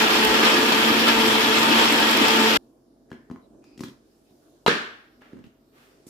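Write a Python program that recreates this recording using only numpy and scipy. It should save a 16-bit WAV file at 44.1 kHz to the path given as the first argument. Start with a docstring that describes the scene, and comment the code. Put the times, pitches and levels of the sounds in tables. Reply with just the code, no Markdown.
"""A countertop blender churns a thick drink in a hard kitchen: motor tones, splashing noise, ringing jug
resonances, a rumbling counter and cracking ice, all cut off at once. In the quiet after it the plastic jug is
knocked on its base, among faint squeaks, breathy whistles, groans and a short ring; something hard bangs
further off and rings through the room as struck modes and a noise tail; the jug is lifted away with soft
strokes of brushing noise. Under the quiet lies a low wavering background, and faint fridge tones hum
throughout."""
import sys
import numpy as np
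from scipy import signal
from scipy.io import wavfile

SR = 44100
rng = np.random.default_rng(int(sys.argv[2]) if len(sys.argv) > 2 else 0)


def wrap_up_sound(samples):
    """Save the sound to the file named by the first command line argument, as 16-bit audio."""
    columns = np.atleast_2d(samples).T
    # keep every value between -1 and 1, then stretch to whole-number steps
    tamed = np.clip(columns, -1, 1)
    steps = np.round(tamed * 32767).astype(np.int16)
    wavfile.write(sys.argv[1], SR, steps)


N = 268569
CUT_S = 2.5735   # the blender is silent from here on
RUN_SIZE = round(CUT_S * SR)
RUN_T = np.arange(RUN_SIZE) / SR   # seconds while the blender runs


def from_db(db):
    """Decibels to gain."""
    return 10 ** (np.asarray(db) / 20)


def rms_one(x):
    """Scales to unit rms."""
    return x / np.sqrt(np.mean(x ** 2) + 1e-20)


def high_pass(x, hz):
    """Gentle second-order bass cut."""
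    return signal.sosfilt(signal.butter(2, hz, "high", fs=SR, output="sos"), x)


def in_time(rows):
    """Columns of a curve table at every sample."""
    s, *columns = np.transpose(rows)
    return [np.interp(np.arange(N) / SR, s, c) for c in columns]


def at_hz(points, hz):
    """Reads a spectrum on a log-frequency axis."""
    known_hz, values = np.transpose(points)
    return np.interp(np.log(hz), np.log(known_hz), values)


def drift(rate, size=N):
    """Smooth random wander of spread 1; a higher rate wanders faster."""
    r = np.exp(-80 * np.pi * rate / SR)   # computed at every 40th sample
    noise = rng.standard_normal(size // 40 + 2002)
    slow = signal.lfilter([1], [1, -2 * r, r * r], noise)[2000:]   # skip the filter's start
    return np.interp(np.arange(size) / 40, np.arange(len(slow)), rms_one(slow))


RISE_SHARE = 0.91   # a swell rises in this share of the time it takes to fall


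def swells(rows, t):
    """Sum in dB of lifts that rise to their peak a little faster than they fall back."""
    return sum(db * np.exp(-np.abs(t - s) / np.where(t < s, RISE_SHARE * length, length))
               for s, db, length in rows)


def ring(clicks, hz, t60):
    """Two-pole resonance: a unit click sets a sine of height 1 ringing, down 60 dB after t60 seconds."""
    r, w = from_db(-60 / (t60 * SR)), 2 * np.pi * hz / SR
    return signal.lfilter([0, np.sin(w)], [1, -2 * r * np.cos(w), r * r], clicks + 1e-18)


def width_t60(width):
    """Decay time in seconds of a resonance of this width in Hz."""
    return np.log(1000) / np.pi / width


# How alike left and right are. Each row: frequency in Hz, likeness from -1 to 1.
LIKENESS = [(60, 0.54), (130, 0.66), (290, 0.98), (560, 0.38), (900, 0.27), (1400, -0.24), (3100, 0.12),
            (7000, -0.052), (15000, 0.78)]
EDGES = 28 * 2 ** np.arange(0, 9.4, 1 / 3)   # third-octave band edges in Hz


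def stereo_noise(gain, size):
    """Third-octave bands of noise, each as alike left and right as LIKENESS asks; gain(hz) sets its level."""
    out, white = 0, rng.standard_normal((2, 2, size))
    for k, (low, high) in enumerate(zip(EDGES, EDGES[1:])):
        band_filter = signal.butter(3, [low, high], "band", fs=SR, output="sos")
        mid, side = signal.sosfilt(band_filter, white[k % 2])   # neighbouring bands use separate noise
        hz = np.sqrt(low * high)
        alike = np.clip(at_hz(LIKENESS, hz), -1, 1)
        out = out + gain(hz) * (np.sqrt(1 + alike) * mid + np.sqrt(1 - alike) * side * [[1], [-1]])
    return out


def burst(t60, size=2000):
    """A short crack of noise dying 60 dB in t60 seconds."""
    return rng.standard_normal(size) * from_db(-60 * np.arange(size) / SR / t60) / 2


def add(out, sound, s):
    """Mixes a sound in at a time in seconds."""
    i = round(s * SR)
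    out[..., i:i + sound.shape[-1]] += sound[..., :N - i]


# How long the room rings, before each use scales it. Each row: frequency in Hz, t60 in seconds.
ROOM_T60 = [(60, 0.7), (160, 0.27), (420, 0.44), (1100, 0.53), (2910, 0.49), (7680, 0.39)]


def echoes(colour, t60_scale, size):
    """Room answer to a click: noise that builds over the first reflections and dies band by band."""
    t = np.arange(size) / SR
    tail = stereo_noise(lambda hz: from_db(at_hz(colour, hz) - 60 * t / (t60_scale * at_hz(ROOM_T60, hz))),
                        size)
    tail = high_pass(tail * (1 - np.exp(-t / .006)), 130)
    return tail / np.sqrt(np.mean(np.sum(tail ** 2, axis=1)))   # unit energy per channel on average


# Motor shaft, before a small jitter. Each row: time in seconds, speed in turns per second.
SPEED = [(0.0, 218.2), (0.23, 217.6), (0.4, 220.0), (0.79, 221.5), (1.02, 227.2), (1.27, 220.8),
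         (1.47, 219.6), (1.78, 226.6), (2.15, 220.8), (2.56, 222.2)]


def blender():
    """The shaft turn drives motor tones and throbbing churn; rumble and ice join, and all end abruptly
    together."""
    speed = in_time(SPEED)[0][:RUN_SIZE]
    turn = 2 * np.pi * np.cumsum(speed * (1 + 0.004 * drift(25, RUN_SIZE))) / SR   # shaft angle, radians
    out = ice_cracks()
    out[:, :RUN_SIZE] += churn(turn) + motor(speed, turn) + counter_rumble()
    out[1] = np.roll(out[1], 4)   # the right port is a little further away
    return out * np.clip((RUN_SIZE - np.arange(N)) / (0.00084 * SR), 0, 1)   # the sound ends within a ms


# Motor tones, each loudest at the speed where the housing answers it. Each row: multiple of the shaft
# speed, level in dB, best speed in turns per second, loss in dB per turn per second off it, waver in dB.
MOTOR_TONES = [(1.0, -28.5, 226.2, .5, 1.5), (2.0, -29, 220.5, 1.5, 3), (4.0, -29.5, 225.5, 1.3, 2.8)]
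# Brief swells of single motor tones. Each row: multiple, peak in seconds, lift in dB, length in seconds.
TONE_SWELLS = [(4.0, 0.26, 11, 0.066), (2.0, 0.27, 8, .05), (1.0, 0.91, 1.5, .06), (1.0, 1.14, 2, .1),
               (2.0, 1.19, 3.5, 0.11), (2.0, 2.6, 4, .08), (4.0, 2.28, 5.5, .1), (1.0, 2.44, 7, .07),
               (4.0, 2.45, 6, .05)]
# Faint higher motor tones, before their waver. Each row: multiple of the shaft speed, level in dB.
WHINE = [(6, -50), (7, -45.5), (8, -51.5), (12, -40), (13, -35.5), (17, -54.5)]
TONE_WAVER_RATE, WHINE_WAVER_RATE, WHINE_WAVER_DB = 9, 6.5, 2.6


def motor(speed, turn):
    """Sines locked to multiples of the shaft turn; the housing favours each strong one near its best speed."""
    out = 0
    side_turn = turn + 1.08 + np.array([[.1], [-.1]])   # left and right slightly out of phase
    for k, db, best, loss_db, waver_db in MOTOR_TONES:
        own_swells = [row[1:] for row in TONE_SWELLS if round(row[0]) == round(k)]
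        level_db = db - loss_db * abs(speed - best) + swells(own_swells, RUN_T)
        level_db = level_db + waver_db * drift(TONE_WAVER_RATE, RUN_SIZE)
        out = out + np.sqrt(2) * from_db(level_db) * np.sin(round(k) * side_turn)
    for k, db in WHINE:
        level = from_db(db + WHINE_WAVER_DB * drift(WHINE_WAVER_RATE, RUN_SIZE))
        out = out + level * np.sin(round(k) * turn + rng.uniform(0, 2 * np.pi, (2, 1)))
    return out


# Churn and cooling air. Each row: frequency in Hz, relative density in dB per Hz.
ROAR = [(30, -39), (90, -33.5), (170, -39.5), (230, -4.5), (330, -3), (420, -14), (600, -11.5),
        (900, -10.5), (2000, -10.5), (3300, -9.5), (3900, -13.5), (5000, -16), (7200, -28), (8800, -34),
        (11500, -27.5), (16000, -34.5)]
# Stereo lean of the churn. Each row: frequency in Hz, left minus right in dB.
LEAN = [(60, -5), (110, -5.5), (200, 8), (380, -2.5), (700, -3), (1290, 0.0), (2380, 2), (4400, 1),
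        (8120, -3.5), (15000, 8.5)]
# Drink folding back onto the blade. Each row: peak in seconds, lift in dB, length in seconds.
SURGES = [(0.01, 4, 0.083), (0.355, 2.5, 0.016), (0.468, 5.5, 0.037), (0.96, 0.5, .04), (1.09, 6, 0.017),
          (1.58, 1.5, 0.02), (1.8, 4, 0.05), (2.25, 3.5, 0.018)]
# Jug and housing resonances excited by the churn, before lift and waver.
# Each row: frequency in Hz, width in Hz, level in dB.
BODY = [(142, 57, -44), (291, 10, -38.5), (310, 46, -34.5), (351, 36, -36), (508.7, 19, -38.5),
        (950, 69, -32.5), (1206.7, 16, -34), (1356, 23, -35.5), (1550, 21, -39.5), (1680, 38, -35),
        (1776, 16, -41), (1877, 16, -38), (2520, 97, -38.5), (2585, 28, -35.5), (2914, 32, -40),
        (3206, 83, -33.5), (3388, 61, -38), (7530, 460, -40.5)]
SPLASH_DB, SPLASH_GROWS_DB_PER_S = -19.5, 0.68   # noise level, before the throb and the body resonances
SLOSH_WAVER_DB, SLOSH_RATE = 1.5, 12.3
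RASP_DB, RASP_RATE = 1.05, 260   # quick uneven pulses of grit on the blade


def churn(turn):
    """Banded noise of drink and air, throbbing once a turn, with noise-driven resonances of jug and housing."""
    splash_db = swells(SURGES, RUN_T) + SPLASH_GROWS_DB_PER_S * (RUN_T - CUT_S / 2)
    slosh_db = SLOSH_WAVER_DB * drift(SLOSH_RATE, RUN_SIZE)
    rasp_db = RASP_DB * drift(RASP_RATE, RUN_SIZE)
    lumps_db = .6 * drift(33, RUN_SIZE)   # lumps passing the blade lift all bands together

    def band(hz):
        """Slosh takes over from splash below about 500 Hz."""
        low = 1 / (1 + (hz / 500) ** 4)
        lean_db = at_hz(LEAN, hz) / 2 * np.array([[1], [-1]])
        motion_db = low * slosh_db + (1 - low) * (splash_db / (1 + hz / 7000) + rasp_db)
        own_db = 0.99 * drift(21, RUN_SIZE)   # each band also wavers alone
        return from_db(at_hz(ROAR, hz) + motion_db + lean_db + lumps_db + own_db)

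    noise = high_pass(stereo_noise(band, RUN_SIZE), 150)
    noise = noise / np.sqrt(np.mean((noise / from_db(splash_db)) ** 2))   # level with the splash lifts undone
    out = from_db(SPLASH_DB) * noise * (1 + 0.14 * np.sin(turn))
    for hz, width, db in BODY:
        shared, own = rng.standard_normal(RUN_SIZE), rng.standard_normal((2, RUN_SIZE))
        alike = np.clip(at_hz(LIKENESS, hz), 0, 1)
        rung = ring(np.sqrt(alike) * shared + np.sqrt(1 - alike) * own, hz, width_t60(width))
        level_db = db + (hz > 500) * splash_db + 2.0 * drift(5, RUN_SIZE)
        out = out + from_db(level_db) * rms_one(rung)
    return high_pass(out, 120)


# The counter shakes harder. Each row: peak in seconds, lift in dB, length in seconds.
SHUDDERS = [(0.72, 6, 0.287), (2.29, 11, 0.32)]
RUMBLE_DB, RUMBLE_WAVER_DB = -57, 6   # level between shudders, before the waver


def counter_rumble():
    """The shaking counter: noise driving a 49 Hz resonance, wavering and swelling in shudders."""
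    push = rng.standard_normal(RUN_SIZE) + .3 * rng.standard_normal((2, RUN_SIZE))
    level_db = RUMBLE_DB + swells(SHUDDERS, RUN_T) + RUMBLE_WAVER_DB * drift(4, RUN_SIZE)
    return from_db(level_db) * rms_one(ring(push, 49, .15))


# Ice bits under the blade. Each row: time in seconds, level in dB of a burst before its bass cut.
CRACKS = [(0.0244, -18), (0.249, -11.5), (0.4694, -28), (0.6486, -18), (1.0829, -16.5), (1.2774, -15.5),
          (1.3289, -19), (1.6357, -18), (1.7906, -30), (1.9234, -14), (2, -16), (2.111, -15), (2.1724, -15),
          (2.2827, -12.5)]


def ice_cracks():
    """Brittle ice breaking: short bursts of treble noise that die at a different pace on each side."""
    out = np.zeros((2, N))
    for s, db in CRACKS:
        add(out, from_db(db) * high_pass([burst(0.016), burst(0.029)], 2500), s)
    return out


# Jug knocks. Each row: start in seconds, tick level in dB, tick colour in Hz, snap level in dB,
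# thump peak in dB, thump colour in Hz, left minus right in dB (levels before this pan).
KNOCKS = [(3.104, -50, 1700, -49, -55, 357, 0.5), (3.116, -32, 1740, -48, -31, 240, 3),
          (3.129, -43, 1890, -52, -34, 352, 1.5), (3.3, -39.5, 1330, -54, -32, 190, 4),
          (3.312, -35.5, 1117, -44, -26, 233, 3), (3.36, -38.5, 1070, -65, -44, 234, -2),
          (3.548, -56, 749, -66, -46, 231, -2.5), (3.641, -51, 1100, -46.5, -64, 320, 2.5),
          (3.777, -45, 3240, -37, -37, 250, 2), (3.793, -42, 1850, -39, -37, 215, 5),
          (3.806, -36, 1090, -27, -24.5, 283, 4), (3.836, -30, 1920, -27, -26.5, 263, -2),
          (3.883, -56, 1120, -39, -36.5, 272, 0.1), (4.308, -61, 929, -59, -47.5, 310, -1),
          (5.22, -38.5, 1600, -55, -62, 194, 0.5), (5.331, -49, 910, -55, -31.5, 283, -4),
          (5.37, -51, 1210, -58, -42, 291, -6), (5.39, -53, 1500, -55, -40, 276, -4),
          (5.441, -44, 2930, -59, -39, 218, 0), (5.464, -61, 895, -52, -49, 226, 0.1),
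          (6.066, -57, 1030, -50, -38, 324, -4)]
# Jug low modes. Each row: frequency in Hz, relative level in dB, t60 in seconds.
JUG = [(136, 0, 0.134), (162, 0, 0.065), (215, -0.5, 0.051), (238, -2, 0.066), (283, 1, 0.047),
       (356, -8.5, 0.07), (478, -4, 0.048)]
# Jug wall modes. Each row: frequency in Hz, relative level in dB, t60 in seconds.
WALL = [(1065, -3.5, 0.05), (1690, -4, 0.092), (1970, -1, 0.085), (3140, -14, 0.086), (3700, -17, .1),
        (4870, -8, .05)]
AIRY_DB, WALL_DB = -18, -15   # hiss relative to the snap; wall share of the tick
THUMP_LAG_S = .001   # the low push builds just after the tick
KNOCK_ROOM_DB = 1   # send to the room, before the share of each part


def knocks():
    """Each knock is a snap, a tick that rings the jug wall near its colour and a soft push into the low modes."""
    size = 8000
    dry, send = np.zeros((2, N)), np.zeros(N)
    sharp = signal.butter(2, [2500, 7000], "band", fs=SR, output="sos")
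    push = np.zeros(size)
    push[:120] = np.diff(np.hanning(121))   # press and release
    for s, tick_db, tick_hz, snap_db, thump_db, thump_hz, pan_db in KNOCKS:
        hiss = high_pass([burst(0.2, size) for side in "LR"], 7000)
        snap = from_db(snap_db) * (signal.sosfilt(sharp, burst(0.032, size)) + from_db(AIRY_DB) * hiss)
        touch = burst(0.0064, size)
        tick = ring(touch, tick_hz, 4.4 / tick_hz)
        # modes near the colour of the blow ring most: loss in dB per octave away
        wall = sum(from_db(db - 25.0 * abs(np.log2(hz / tick_hz))) * ring(touch, hz, t60)
                   for hz, db, t60 in WALL)
        thump = sum(from_db(db - 14.0 * abs(np.log2(hz / thump_hz))) * ring(push, hz, t60)
                    for hz, db, t60 in JUG)
        bright = from_db(tick_db) * (tick + from_db(WALL_DB) * wall) / np.abs(tick).max()
        low = np.roll(from_db(thump_db) * thump / np.abs(thump).max(), round(THUMP_LAG_S * SR))
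        add(dry, (snap + bright + low) * from_db([[pan_db / 2], [-pan_db / 2]]), s)
        add(send, from_db(KNOCK_ROOM_DB) * (.5 * snap[0] + 0.61 * bright + 0.96 * low), s)
    room_colour = [(60, -0.5), (1500, 2.5), (5000, 7.0), (16000, -2.0)]   # Hz, relative dB per Hz
    room = echoes(room_colour, 0.66, size=22050)
    return dry + signal.fftconvolve(send[None], room, axes=1)[:, :N]


# A far hard object struck. Each row: start in seconds, level in dB, lift of the low modes in dB,
# lift of the snap in dB, echo level in dB.
BANGS = [(4.6635, -12, -27, -0.5, 14.5), (4.6795, -16.5, 5.5, 6.5, 8), (4.688, -28, 8, -5.5, -2)]
# Modes of the struck object. Each row: frequency in Hz, relative level in dB, t60 in seconds.
BANG_MODES = [(232, -8.5, 0.13), (470.1, -4.5, 0.14), (710, -7, 0.028), (948, 0.5, 0.027),
              (1242, -8, 0.037), (1600, -19, 0.1), (2096, -12.5, .03), (2878, -2.5, .025),
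              (3240, -6, 0.019), (3950, -4.5, 0.0204)]
# Colour of its echo. Each row: frequency in Hz, relative density in dB per Hz.
BANG_COLOUR = [(40, -43.5), (100, -11.5), (145, -8), (237, -2.5), (330, -5.5), (450, -7), (770, -15.5),
               (1200, -10), (1750, -4.5), (2320, -9.5), (3740, -12), (7000, -28), (16000, -51)]
# Resonances that colour the echo. Each row: frequency in Hz, width in Hz, level in dB.
ECHO_PEAKS = [(239, 15, 3.5), (458, 42, 0.5), (1640, 40, -2.5), (1776, 58, 0), (1890, 44, 1)]


def bang():
    """Three quick blows on one body: snap, ringing modes and a long coloured room tail."""
    size = 12000
    out, click = np.zeros((2, N)), np.zeros(size)
    click[:8] = np.hanning(8) / 3   # a contact of a fifth of a ms
    for k, (s, level_db, low_db, snap_db, echo_db) in enumerate(BANGS):
        tail = echoes(BANG_COLOUR, 1.123, size=30000)
        tail = tail + sum(from_db(db) * ring(tail, hz, width_t60(width)) * 2 * np.pi * width / SR
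                          for hz, width, db in ECHO_PEAKS)
        modes = 0
        for hz, db, t60 in BANG_MODES:
            chance_db = 4.4 * rng.standard_normal((2, 1))   # each blow excites each mode differently
            modes = modes + from_db(db + low_db * (hz < 500) + chance_db) * ring(click, hz, t60)
        crack = [burst(0.0137, size), burst(0.013, size)]
        snap = from_db(snap_db) * signal.lfilter([.4], [1, -.3], crack)   # slightly dulled
        add(out, (-1) ** k * from_db(level_db) * (modes + snap), s)   # polarity alternates
        add(out, from_db(echo_db) * tail, s)
    return high_pass(out, 130)


# Colour of the brushing. Each row: frequency in Hz, relative density in dB per Hz.
BRUSH_COLOUR = [(290, -35), (500, -18), (570, -3), (698, -10), (855, -5), (960, -12), (1280, -3.5),
                (16000, -22)]
# Brushing strokes. Each row: start in seconds, level in dB, attack in seconds, hold in seconds,
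# fade in dB per second, treble lift in dB.
STROKES = [(5.206, -56.5, 0.0091, .03, 57, -27), (5.435, -64, .006, .005, 162, -6),
           (5.712, -58.5, 0.067, 0.064, 75, -7), (6.064, -53, .006, .05, 71, 27)]


def brushing():
    """Hand and jug sliding: strokes of soft noise, each with attack, hold, fade and its own treble."""
    out, t = np.zeros((2, N)), np.arange(SR // 2) / SR

    def treble_share(hz):
        """Treble lift acts between about 5 and 15 kHz."""
        return 1 / (1 + (5000 / hz) ** 4) / (1 + (hz / 15000) ** 4)

    for s, db, attack, hold, fade_db, treble_db in STROKES:
        noise = stereo_noise(lambda hz: from_db(at_hz(BRUSH_COLOUR, hz) + treble_share(hz) * treble_db),
                             len(t))
        shape = np.minimum(t / attack, 1) * from_db(db - fade_db * np.maximum(t - attack - hold, 0))
        ending = np.minimum((t[-1] - t) / 0.075, 1)
        add(out, shape * ending * rms_one(noise), s)
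    return out


# Faint squeaks, breathy whistles, groans and a short ring as narrow noise. Each row: start in seconds, # end in
# seconds, frequency in Hz, width in Hz, level in dB before the soft ends.
NARROW_NOISES = [(3.087, 3.30, 1730, 251, -68), (3.412, 3.47, 3950, 118, -74), (3.62, 3.78, 2520, 160, -68.5),
                 (3.638, 3.78, 4900, 400, -68.5), (4.249, 4.33, 2550, 199.8, -78), (4.27, 4.33, 3800, 400, -76),
                 (4.41, 4.502, 1400, 250, -71), (3.839, 3.941, 1920, 150, -68), (3.836, 3.903, 3360, 350, -54),
                 (5.328, 5.429, 278, 90, -50), (5.44, 5.485, 230, 90, -51)]


def narrow_noises():
    """Faint squeaks, breathy whistles, low groans and a short ring: noise held in a narrow resonance."""
    out = np.zeros((2, N))
    for start, end, hz, width, db in NARROW_NOISES:
        size = round((end - start) * SR)
        rub = ring(rng.standard_normal((2, size)), hz, width_t60(width))
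        add(out, from_db(db) * rms_one(rub) * np.hanning(size) ** 0.13, start)
    return out


# Colour of the kitchen background. Each row: frequency in Hz, relative density in dB per Hz.
HUSH = [(18, -44), (30, -17), (55, -11.5), (70, -26.5), (145, -10), (161, -22.5), (233, -3), (355, -5.5),
        (600, -17.5), (666, -12.5), (844, -24), (1430, -29.5), (2170, -39.5), (5170, -33.5), (16000, -44.5)]
# Background over time. Each row: time in seconds, level in dB, treble lift in dB.
HUSH_LEVEL = [(2.6, -56.5, 0), (2.83, -59, -3), (3.75, -54, -6.5), (4.14, -60.5, 5.5), (4.5, -58.5, 3.5),
              (5.17, -60, 2), (5.32, -55.5, 0.5), (5.5, -63.5, 1.5), (5.7, -60.5, 3), (6.09, -57.5, 3)]


def hush():
    """Low kitchen background of noise bands, each wavering alone, whose faint treble comes and goes."""
    start = RUN_SIZE - 200   # just before the blender sound ends
    out = np.zeros((2, N))
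    level_db, treble_db = [c[start:] for c in in_time(HUSH_LEVEL)]

    def band(hz):
        """Treble lift acts above about 1500 Hz."""
        lift_db = treble_db / (1 + (1500 / hz) ** 4)
        return from_db(at_hz(HUSH, hz) + 2.0 * drift(3.4, N - start) + lift_db)

    noise = stereo_noise(band, N - start)
    out[:, start:] = from_db(level_db) * rms_one(noise) * from_db([[-.6], [.6]])   # leans right
    return out


# A fridge somewhere, before the waver. Each row: frequency in Hz, level in dB.
FRIDGE_TONES = [(48.4, -73.5), (91.5, -81.5), (140.0, -75.5), (231.5, -78.5), (414.5, -79), (651.4, -77.5),
                (791.3, -85.5)]


def fridge():
    """Faint sines of fixed pitch that waver a little in level."""
    t = np.arange(N) / SR
    return sum(np.sqrt(2) * from_db(db + 1.6 * drift(2)) * np.sin(2 * np.pi * hz * t)
               for hz, db in FRIDGE_TONES)


def scene():
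    """All sources."""
    return blender() + knocks() + bang() + brushing() + narrow_noises() + hush() + fridge()


def record(dry):
    """The microphone loses the deepest bass; the top is cut steeply at 16150 Hz."""
    thin = high_pass(dry, 45)
    return signal.sosfilt(signal.cheby2(14, 60, 16150, fs=SR, output="sos"), thin)


dry = scene()
out = record(dry)
wrap_up_sound(out)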